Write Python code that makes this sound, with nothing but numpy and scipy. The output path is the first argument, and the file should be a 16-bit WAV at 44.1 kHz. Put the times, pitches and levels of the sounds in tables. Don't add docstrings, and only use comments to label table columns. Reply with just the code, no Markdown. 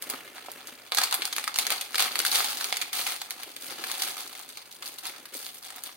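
import sys
import numpy as np
from scipy import signal
from scipy.fft import rfft, irfft
from scipy.io import wavfile
from scipy.ndimage import uniform_filter1d

SR = 44100
rng = np.random.default_rng(int(sys.argv[2]) if len(sys.argv) > 2 else 0)


def dump_mix(stems):
    frames = np.atleast_2d(stems).T
    limited = np.clip(frames, -1, 1)
    pcm = np.round(limited * 32767).astype(np.int16)
    wavfile.write(sys.argv[1], SR, pcm)


N = 262918
TIME = np.arange(N) / SR
SPOTS = 4


def from_db(db):
    return 10 ** (np.asarray(db) / 20)


def rms_one(x):
    return x / np.sqrt(np.mean(x ** 2) + 1e-20)


def at_hz(points, hz):
    known_hz, values = np.transpose(points)
    return np.interp(np.log(np.maximum(hz, 1)), np.log(known_hz), values)


def coloured(x, spectrum, size=2048):
    gain = rms_one(from_db(at_hz(spectrum, np.fft.rfftfreq(size, 1 / SR))))
    cepstrum = irfft(np.log(gain)) * (1 + np.sign(np.fft.fftfreq(size)))
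    response = irfft(np.exp(rfft(cepstrum)))
    return signal.oaconvolve(x, response[None], axes=1)[:, :N]


def resonate(x, modes):
    for hz, width_hz, db in modes:
        b, a = signal.iirpeak(hz, hz / width_hz, fs=SR)
        x = x + (from_db(db) - 1) * signal.lfilter(b, a, x)
    return x


def stereo_noise(shape, alike):
    shared, *own = rng.standard_normal((3, *shape))
    alike = np.clip(alike, 0, 1)
    return np.sqrt(alike) * shared + np.sqrt(1 - alike) * np.array(own)


# frequency in Hz, relative level in dB.
BACKGROUND_COLOUR = [(25, -5), (50, -11), (100, -2), (300, -8.5), (1000, -3), (4000, -37), (16000, -13.5)]


def background_noise(level_db):
    return from_db(level_db) * coloured(stereo_noise((N,), alike=0.23), BACKGROUND_COLOUR)


# start in seconds, level in dB before trim, hold in seconds, brightness in dB per octave.
SHAKE_SURGES = [(0.02, -47, 0.018, -3.5), (0.095, -39, 0.05, -3), (0.348, -49, 0.047, -2),
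                (0.439, -49, 0.1905, -0.5), (0.665, -43, 0.016, 1), (0.774, -51, .08, -0.5),
                (0.963, -32, .075, -1.5), (1.115, -39, 0.0503, -4.5), (1.2, -37.5, .06, -0.5),
                (1.355, -37, 0.0452, 1), (1.477, -44, 0.029, -4.5), (1.583, -30, 0.023, 1),
                (1.698, -30, 0.026, 0), (1.795, -42, 0.0654, 2), (1.90, -42, .07, 0),
                (1.985, -25, 0.039, 0.5), (2.148, -41, .02, -3), (2.185, -33, 0.031, 0),
                (2.247, -28, 0.024, 1.5), (2.315, -24, 0.071, 2), (2.44, -30, .08, 1.5),
                (2.56, -34, .1, 1.5), (2.685, -38.5, .14, 0), (2.926, -29, 0.0797, 2.5),
                (3.05, -31, .055, 1), (3.198, -42, 0.029, 0), (3.3, -42, 0.039, 0), (3.375, -41, 0.0512, 0),
                (3.476, -47, 0.018, 3.5), (3.595, -40, 0.0703, 4), (3.69, -39, .04, -0.5),
                (3.775, -39, .04, -0.5), (3.835, -35, .15, 1.5), (3.99, -31.5, .09, 2),
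                (4.155, -36, 0.061, 2), (4.3, -43, .12, 1.5), (4.471, -45, 0.025, 3.5),
                (4.565, -45, .03, 1), (4.699, -46.5, 0.018, 4), (4.815, -41, 0.084, 3),
                (5.026, -36, .04, 1), (5.13, -48, 0.034, 0), (5.33, -39.5, 0.038, 5),
                (5.395, -41, .08, 3.5), (5.51, -46, .04, 5), (5.618, -42, .04, 2), (5.692, -45, 0.019, -1),
                (5.755, -46, 0.018, -0.5), (5.835, -40, 0.0275, 1.5)]
SURGE_RISE_S, SURGE_FALL_DB_PER_S = .012, 140
TRICKLE_DB, TRICKLE_TILT_DB = -55, 0.5


def flow():
    power = np.full(N, from_db(TRICKLE_DB) ** 2)
    weighted_tilt = TRICKLE_TILT_DB * power
    for start, db, hold_s, tilt_db in SHAKE_SURGES:
        first = int(start * SR)
        span = slice(first, first + SR)
        age = TIME[span] - start
        rise = np.clip(age / SURGE_RISE_S, 0, 1)
        fall_db = SURGE_FALL_DB_PER_S * np.maximum(age - hold_s, 0)
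        surge = (rise * from_db(db - fall_db)) ** 2
        power[span] += surge
        weighted_tilt[span] += tilt_db * surge
    return 10 * np.log10(power), weighted_tilt / power


def ticks(s, db, tilt_db, decay_s, ring_hz, ring_db, alike, ragged_db, rise_s, size, lead_count=24):
    age = np.maximum(np.arange(size) - lead_count, 0) / SR
    fade = (1 - np.exp(-age / rise_s)) * np.exp(-age / decay_s[:, None])
    jerks = rms_one(uniform_filter1d(rng.standard_normal(fade.shape), size=30))
    burst = stereo_noise(fade.shape, alike) * fade * from_db(ragged_db * jerks)
    energy = (burst ** 2).sum(-1).mean(0)
    burst *= np.sqrt(decay_s * SR / 2 / energy)[:, None]
    hz = np.fft.rfftfreq(size, 1 / SR)
    octaves = np.log2(np.clip(hz, 1000, 14000) / 3800)
    ring = ring_db * np.exp(-(np.log2((hz + 1) / ring_hz[:, None]) / .5) ** 2)
    spectra = rfft(burst) * from_db(db[:, None] + tilt_db[:, None] * octaves + ring)
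    delay_s = rng.normal(5.4e-5, 2e-5, (len(s), 1))
    spectra[0] *= np.exp(-2j * np.pi * hz * delay_s)
    where = (s[:, None] * SR).astype(int) + np.arange(size) - lead_count
    where = np.maximum(where, 0).ravel()
    return np.array([np.bincount(where, side.ravel(), N)[:N] for side in irfft(spectra)])


# frequency in Hz, relative level in dB.
FINE_COLOUR = [(100, -31), (250, -17.5), (550, -13), (750, 2.5), (1300, 2), (1800, -4.5), (2300, -1.5),
               (3200, -3), (4500, -2.5), (5400, -7), (7500, -10.5), (10000, -6.5), (16000, -10.5)]
CONTACTS_PER_S, AT_FLOW_DB, DOUBLING_DB = 1800, -30, 8


def crackle(flow_db, flow_tilt_db, gain_db, spread_db, decay_s):
    per_s = CONTACTS_PER_S * 2 ** ((flow_db - AT_FLOW_DB) / DOUBLING_DB)
    at = rng.random(N) < per_s / SPOTS / SR
    size, colour, length, pitch = np.clip(rng.standard_normal((at.sum(), 4)), -1.7, 1.7).T
    share = rms_one(from_db(spread_db * size)) / np.sqrt(per_s[at] * decay_s / 2)
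    db = flow_db[at] + gain_db + 20 * np.log10(share)
    tilt_db = flow_tilt_db[at] + 1.03 * colour
    decays_s = decay_s * from_db(1.9 * length)
    grains = ticks(TIME[at], db, tilt_db, decays_s, 4000 * 2 ** pitch, ring_db=7.0,
                   alike=0.47, ragged_db=3.5, rise_s=0.000071, size=192)
    return coloured(grains, FINE_COLOUR)


# time in seconds, level in dB before swing and trim.
SHIFT_LEVEL = [(0.0, -57), (0.55, -58.5), (0.7, -61.5), (0.93, -62), (1.09, -64), (1.51, -60),
               (2.22, -54.5), (3.42, -63.5), (3.68, -57), (3.9, -55.5), (4.6, -66.5), (5.24, -62.5),
               (5.66, -67.5), (5.96, -67)]
# frequency in Hz, relative level in dB.
MUFFLED_COLOUR = [(40, -19), (100, -18), (185, -14.5), (270, -4), (430, -2), (600, -6), (900, -19.5),
                  (1500, -4.5), (2600, -5.5), (5000, -19.5), (16000, -18)]
SHIFT_FOLLOWS, SWING_SPAN_S = 0.36, 0.63


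def shifting(flow_db, gain_db, lumpy_db):
    swing_db = flow_db - uniform_filter1d(flow_db, size=int(SWING_SPAN_S * SR))
    s, ride_db = np.transpose(SHIFT_LEVEL)
    level = from_db(np.interp(TIME, s, ride_db) + SHIFT_FOLLOWS * swing_db + gain_db)
    wander = rms_one(uniform_filter1d(rng.standard_normal(N), size=300))
    lumps = rms_one(from_db(lumpy_db * wander))
    return coloured(stereo_noise((N,), alike=1.0) * lumps * level, MUFFLED_COLOUR)


STRAYS_PER_S, STRAY_ABOVE_FLOW_DB, STRAY_SPREAD_DB, STRAY_DECAY_S = 20, 7.5, 5.5, .0012
STRAY_RING_HZ, STRAY_RING_OCTAVES = 2820, 1


def stray_snaps(flow_db, flow_tilt_db):
    at = rng.random(N) < STRAYS_PER_S / SPOTS / SR
    size, colour, pitch = rng.uniform(-0.95, 1, (3, N))[:, at]
    db = flow_db[at] + STRAY_ABOVE_FLOW_DB + STRAY_SPREAD_DB * size
    tilt_db = flow_tilt_db[at] + 0.83 * colour - 0.8
    ring_hz = STRAY_RING_HZ * 2 ** (STRAY_RING_OCTAVES * pitch)
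    return np.c_[TIME[at], db, tilt_db, np.full(len(db), STRAY_DECAY_S), ring_hz]


# start in seconds, level in dB before trim, brightness in dB per octave, decay in seconds, own ring in Hz.
LOUD_SNAPS = [(0.023, -24, 4, 0.0014, 2200.0), (0.0993, -22, 7, 0.0014, 1190),
              (0.277, -36, -4, 0.0021, 2100.0), (0.3626, -34.5, -6, 0.0009, 12130),
              (0.3808, -33, -4, 0.0019, 1605), (0.4841, -40, -11, 0.0022, 900.0),
              (0.5168, -34, 6.5, 0.00092, 11050), (0.6716, -32, 4, 0.0025, 1603),
              (0.9202, -16.5, -3.5, 0.0019, 3820), (0.9326, -25, -7.5, 0.0011, 4074),
              (0.9471, -15.5, 2.5, 0.0012, 1802), (0.9707, -16.5, -1.5, 0.0048, 5586),
              (0.9836, -10, 0.5, 0.0023, 1300.0), (1.0159, -11.5, -3, 0.00089, 6500.0),
              (1.0354, -13.5, 1.0, 0.0044, 1010), (1.1107, -23, 1, 0.0019, 4400.0),
              (1.1253, -8.5, -1.5, 0.00086, 1095), (1.1422, -9.5, 3.0, 0.0008, 1110),
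              (1.2202, -22, -2, 0.0043, 3460), (1.2535, -17, 3.5, 0.00085, 6480),
              (1.327, -21, 0, 0.0034, 3720), (1.3638, -17, 0, 0.0015, 12930),
              (1.3828, -11.5, -2.5, 0.00052, 7030), (1.4403, -20.5, 0, 0.0017, 2810),
              (1.4773, -14, -2.0, 0.0015, 1160), (1.5426, -21, -1, 0.00086, 5560),
              (1.5594, -14.5, 0.5, 0.0013, 695.5), (1.5868, -7.5, 2, 0.0012, 800.0),
              (1.6522, -24, 0.0, 0.0011, 2200.0), (1.6673, -12.5, -1.0, 0.0011, 6520),
              (1.7037, -11.5, -2, 0.0013, 13980), (1.7184, -16.5, -0.5, 0.0045, 695),
              (1.8107, -22.5, 1.5, 0.004, 3000.0), (1.9444, -17, -1, 0.0015, 1593),
              (1.9562, -12, -1.0, 0.00074, 4400.0), (1.9804, -19, 0.5, 0.007, 2409),
              (1.9939, -14.5, -1.5, 0.0047, 2826), (2.0031, -9.5, 0.0, 0.00096, 5600.0),
              (2.0222, -17.5, 2, 0.0035, 3540), (2.0425, -19, 1.0, 0.0016, 700.0),
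              (2.1557, -12.5, -0.5, 0.0009, 2410), (2.1904, -12.5, 2.5, 0.0016, 900.0),
              (2.2009, -12, -1.5, 0.0012, 1602), (2.2502, -16.5, 2, 0.0038, 1490),
              (2.2635, -18.5, 1.5, 0.0033, 3540), (2.3149, -20.5, 2.5, 0.0038, 4400.0),
              (2.3556, -12.5, 0.0, 0.0038, 796.6), (2.4038, -14.5, -4.5, 0.0016, 13000.0),
              (2.4435, -18, -1, 0.0037, 803), (2.61, -16.5, -1.5, 0.0011, 1907),
              (2.643, -16, 0.5, 0.0018, 900.0), (2.7255, -13, -2.5, 0.0016, 698.4),
              (2.7691, -15.5, 1.5, 0.0012, 1600.0), (2.8144, -19.5, 0.5, 0.0057, 2102),
              (2.9295, -21.5, 1.0, 0.0041, 1900.0), (3.0126, -25, -2, 0.003, 4086),
              (3.0657, -21, 0.0, 0.005, 2060), (3.2161, -18, -1.0, 0.001, 895),
              (3.3066, -19.5, 1.5, 0.0019, 1796), (3.4325, -24, -0.5, 0.0012, 14060),
              (3.5643, -26.5, 2.5, 0.0011, 2808), (3.8389, -21, -1, 0.0026, 1900.0),
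              (3.898, -24.5, -1.5, 0.0019, 1000.0), (3.9153, -16.5, 2, 0.00084, 6498),
              (4.0201, -21.5, 4, 0.0037, 3476), (4.2759, -33, 3, 0.0022, 800.0),
              (4.3923, -30, 2.5, 0.0019, 702.5), (4.572, -30.5, 0.5, 0.0053, 795),
              (4.8232, -29.5, -2, 0.0053, 1000.0), (4.9849, -33, 0.5, 0.0063, 12080),
              (5.0678, -28, 3.5, 0.003, 799.5), (5.1369, -41.5, -6, 0.0027, 1902),
              (5.2547, -33, -1.5, 0.004, 14000.0), (5.703, -33.5, -1.5, 0.0029, 8265),
              (5.7601, -40.5, 7.5, 0.0051, 698), (5.8367, -26.5, 6, 0.0012, 1513),
              (5.8909, -39, -6.5, 0.0027, 1900.0)]
# frequency in Hz, relative level in dB.
SNAP_TONE = [(100, -41), (250, -24), (550, -13.5), (750, -8.5), (1300, -2), (1800, -3.5), (2300, 0),
             (3200, -3.5), (4500, 0.5), (5400, -5.5), (7500, -7), (10000, -3.5), (16000, -10.5)]


def snaps(rows, gain_db, crease_db, crease_s, warning_s, count=4):
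    s, db, tilt_db, decay_s, ring_hz = np.transpose(rows)
    main = ticks(s, db + gain_db, tilt_db, decay_s, ring_hz, ring_db=6.0,
                 alike=0.36, ragged_db=3.5, rise_s=0.00019, size=1024)
    s, db, tilt_db, decay_s, ring_hz = np.repeat(rows, count, axis=0).T
    after_s = crease_s * rng.exponential(1, len(s))
    after_s[::count] = -warning_s * rng.uniform(.5, 1.5, len(rows))
    db[::count] -= 2.0
    creases = ticks(s + after_s, db + crease_db, tilt_db, np.full(len(s), .0007), ring_hz, ring_db=-2.5,
                    alike=0.99, ragged_db=2.5, rise_s=0.00017, size=192)
    return coloured(main + creases, SNAP_TONE)


# start in seconds, peak level in dB before trim, pitch in Hz.
BAG_BUMPS = [(0.135, -36, 340), (0.48, -39, 494), (0.98, -40, 437), (1.186, -38, 321.7),
             (1.71, -37.5, 476.4), (2.105, -48, 278), (2.194, -39, 380), (3.462, -44, 317),
             (3.71, -40, 456.6), (3.784, -40, 350), (5.192, -48, 350), (5.344, -39, 354.4)]


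def bumps(gain_db, octaves, decay_s):
    out = np.zeros(N)
    age = TIME[:SR // 10] / decay_s
    for s, db, hz in BAG_BUMPS:
        edges_hz = hz * 2 ** (octaves * np.array([-.5, .5]))
        band = signal.butter(2, edges_hz, "band", fs=SR, output="sos")
        puff = signal.sosfilt(band, rng.standard_normal(len(age)) * np.sqrt(age) * np.exp(-age))
        out[int(s * SR):][:len(age)] += from_db(db + gain_db) * puff / np.abs(puff).max()
    return out


# frequency in Hz, time to fall by 60 dB in seconds.
REVERB_TIME = [(150, 0.46), (1000, 0.2), (4000, 0.58), (9000, 0.043), (16000, 0.29)]


def room(x, wet_db, table_db, build_s=0.0016):
    age = TIME[:SR // 3]
    hz = np.fft.rfftfreq(len(age), 1 / SR)
    centres = np.geomspace(150, 16000, 6)
    tail = 0
    for centre, pick in zip(centres, np.eye(len(centres))):
        noise = rfft(stereo_noise(age.shape, alike=1 / (1 + (centre / 900) ** 2)))
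        band = irfft(noise * np.sqrt(at_hz(np.c_[centres, pick], hz)), len(age))
        tail = tail + band * from_db(-60 * age / at_hz(REVERB_TIME, centre))
    tail = rms_one(tail * (1 - np.exp(-age / build_s)))
    near = rms_one(stereo_noise(age.shape, alike=0.033) * age * np.exp(-age / 0.0024))
    response = (from_db(wet_db) * tail + from_db(table_db) * near) / np.sqrt(len(age))
    return x + signal.oaconvolve(x, response, axes=1)[:, :N]


# frequency in Hz, width in Hz, lift in dB.
PLASTIC_MODES = [(469.8, 32, 7.5), (740, 66, 6), (833, 16, 4), (1276, 23, 0), (1297, 26, 2.5),
                 (1630, 63, 3.5), (2123, 50, 3.5), (3257, 57, 4), (3470, 24, 6.5), (4400, 1150, 3.5)]


def scene():
    flow_db, flow_tilt_db = flow()
    contacts = 0
    for spot in range(SPOTS):
        rows = np.vstack([LOUD_SNAPS[spot::SPOTS], stray_snaps(flow_db, flow_tilt_db)])
        loud = snaps(rows, gain_db=-3.5, crease_db=-12.5, crease_s=.007, warning_s=0.005)
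        fine = crackle(flow_db, flow_tilt_db, gain_db=-7.0, spread_db=5.0, decay_s=0.00094)
        contacts = contacts + room(loud + fine, wet_db=-7.0, table_db=-7.0)
    inside_bag = shifting(flow_db, gain_db=8.0, lumpy_db=4.0)
    inside_bag = inside_bag + bumps(gain_db=-0.5, octaves=1.0, decay_s=0.0074)
    background = background_noise(level_db=-58.5)
    return resonate(contacts, PLASTIC_MODES) + room(inside_bag, wet_db=-8.5, table_db=-8.0) + background


# frequency in Hz, width in Hz, lift in dB.
LEFT_PORT_MODES = [(268, 110, 2), (1270, 320, 1), (3240, 250, 1), (8930, 920, 7.5)]
RIGHT_PORT_MODES = [(514, 160, 1.4), (3760, 210, 1.3), (6447, 420, 6.45), (12060, 490, 5)]
BASS_CUT_HZ, TOP_CUT_HZ = 112, 16000
PEAK_LIMIT = .9


def record(dry):
    heard = np.array([resonate(dry[0], LEFT_PORT_MODES), resonate(dry[1], RIGHT_PORT_MODES)])
    bass_cut = signal.butter(1, BASS_CUT_HZ, "high", fs=SR, output="sos")
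    heard = signal.sosfilt(bass_cut, heard)
    heard = PEAK_LIMIT * np.tanh(heard / PEAK_LIMIT)
    top_cut = signal.ellip(10, .3, 70, TOP_CUT_HZ, fs=SR, output="sos")
    return signal.sosfilt(top_cut, heard)


dry = scene()
out = record(dry)
dump_mix(out)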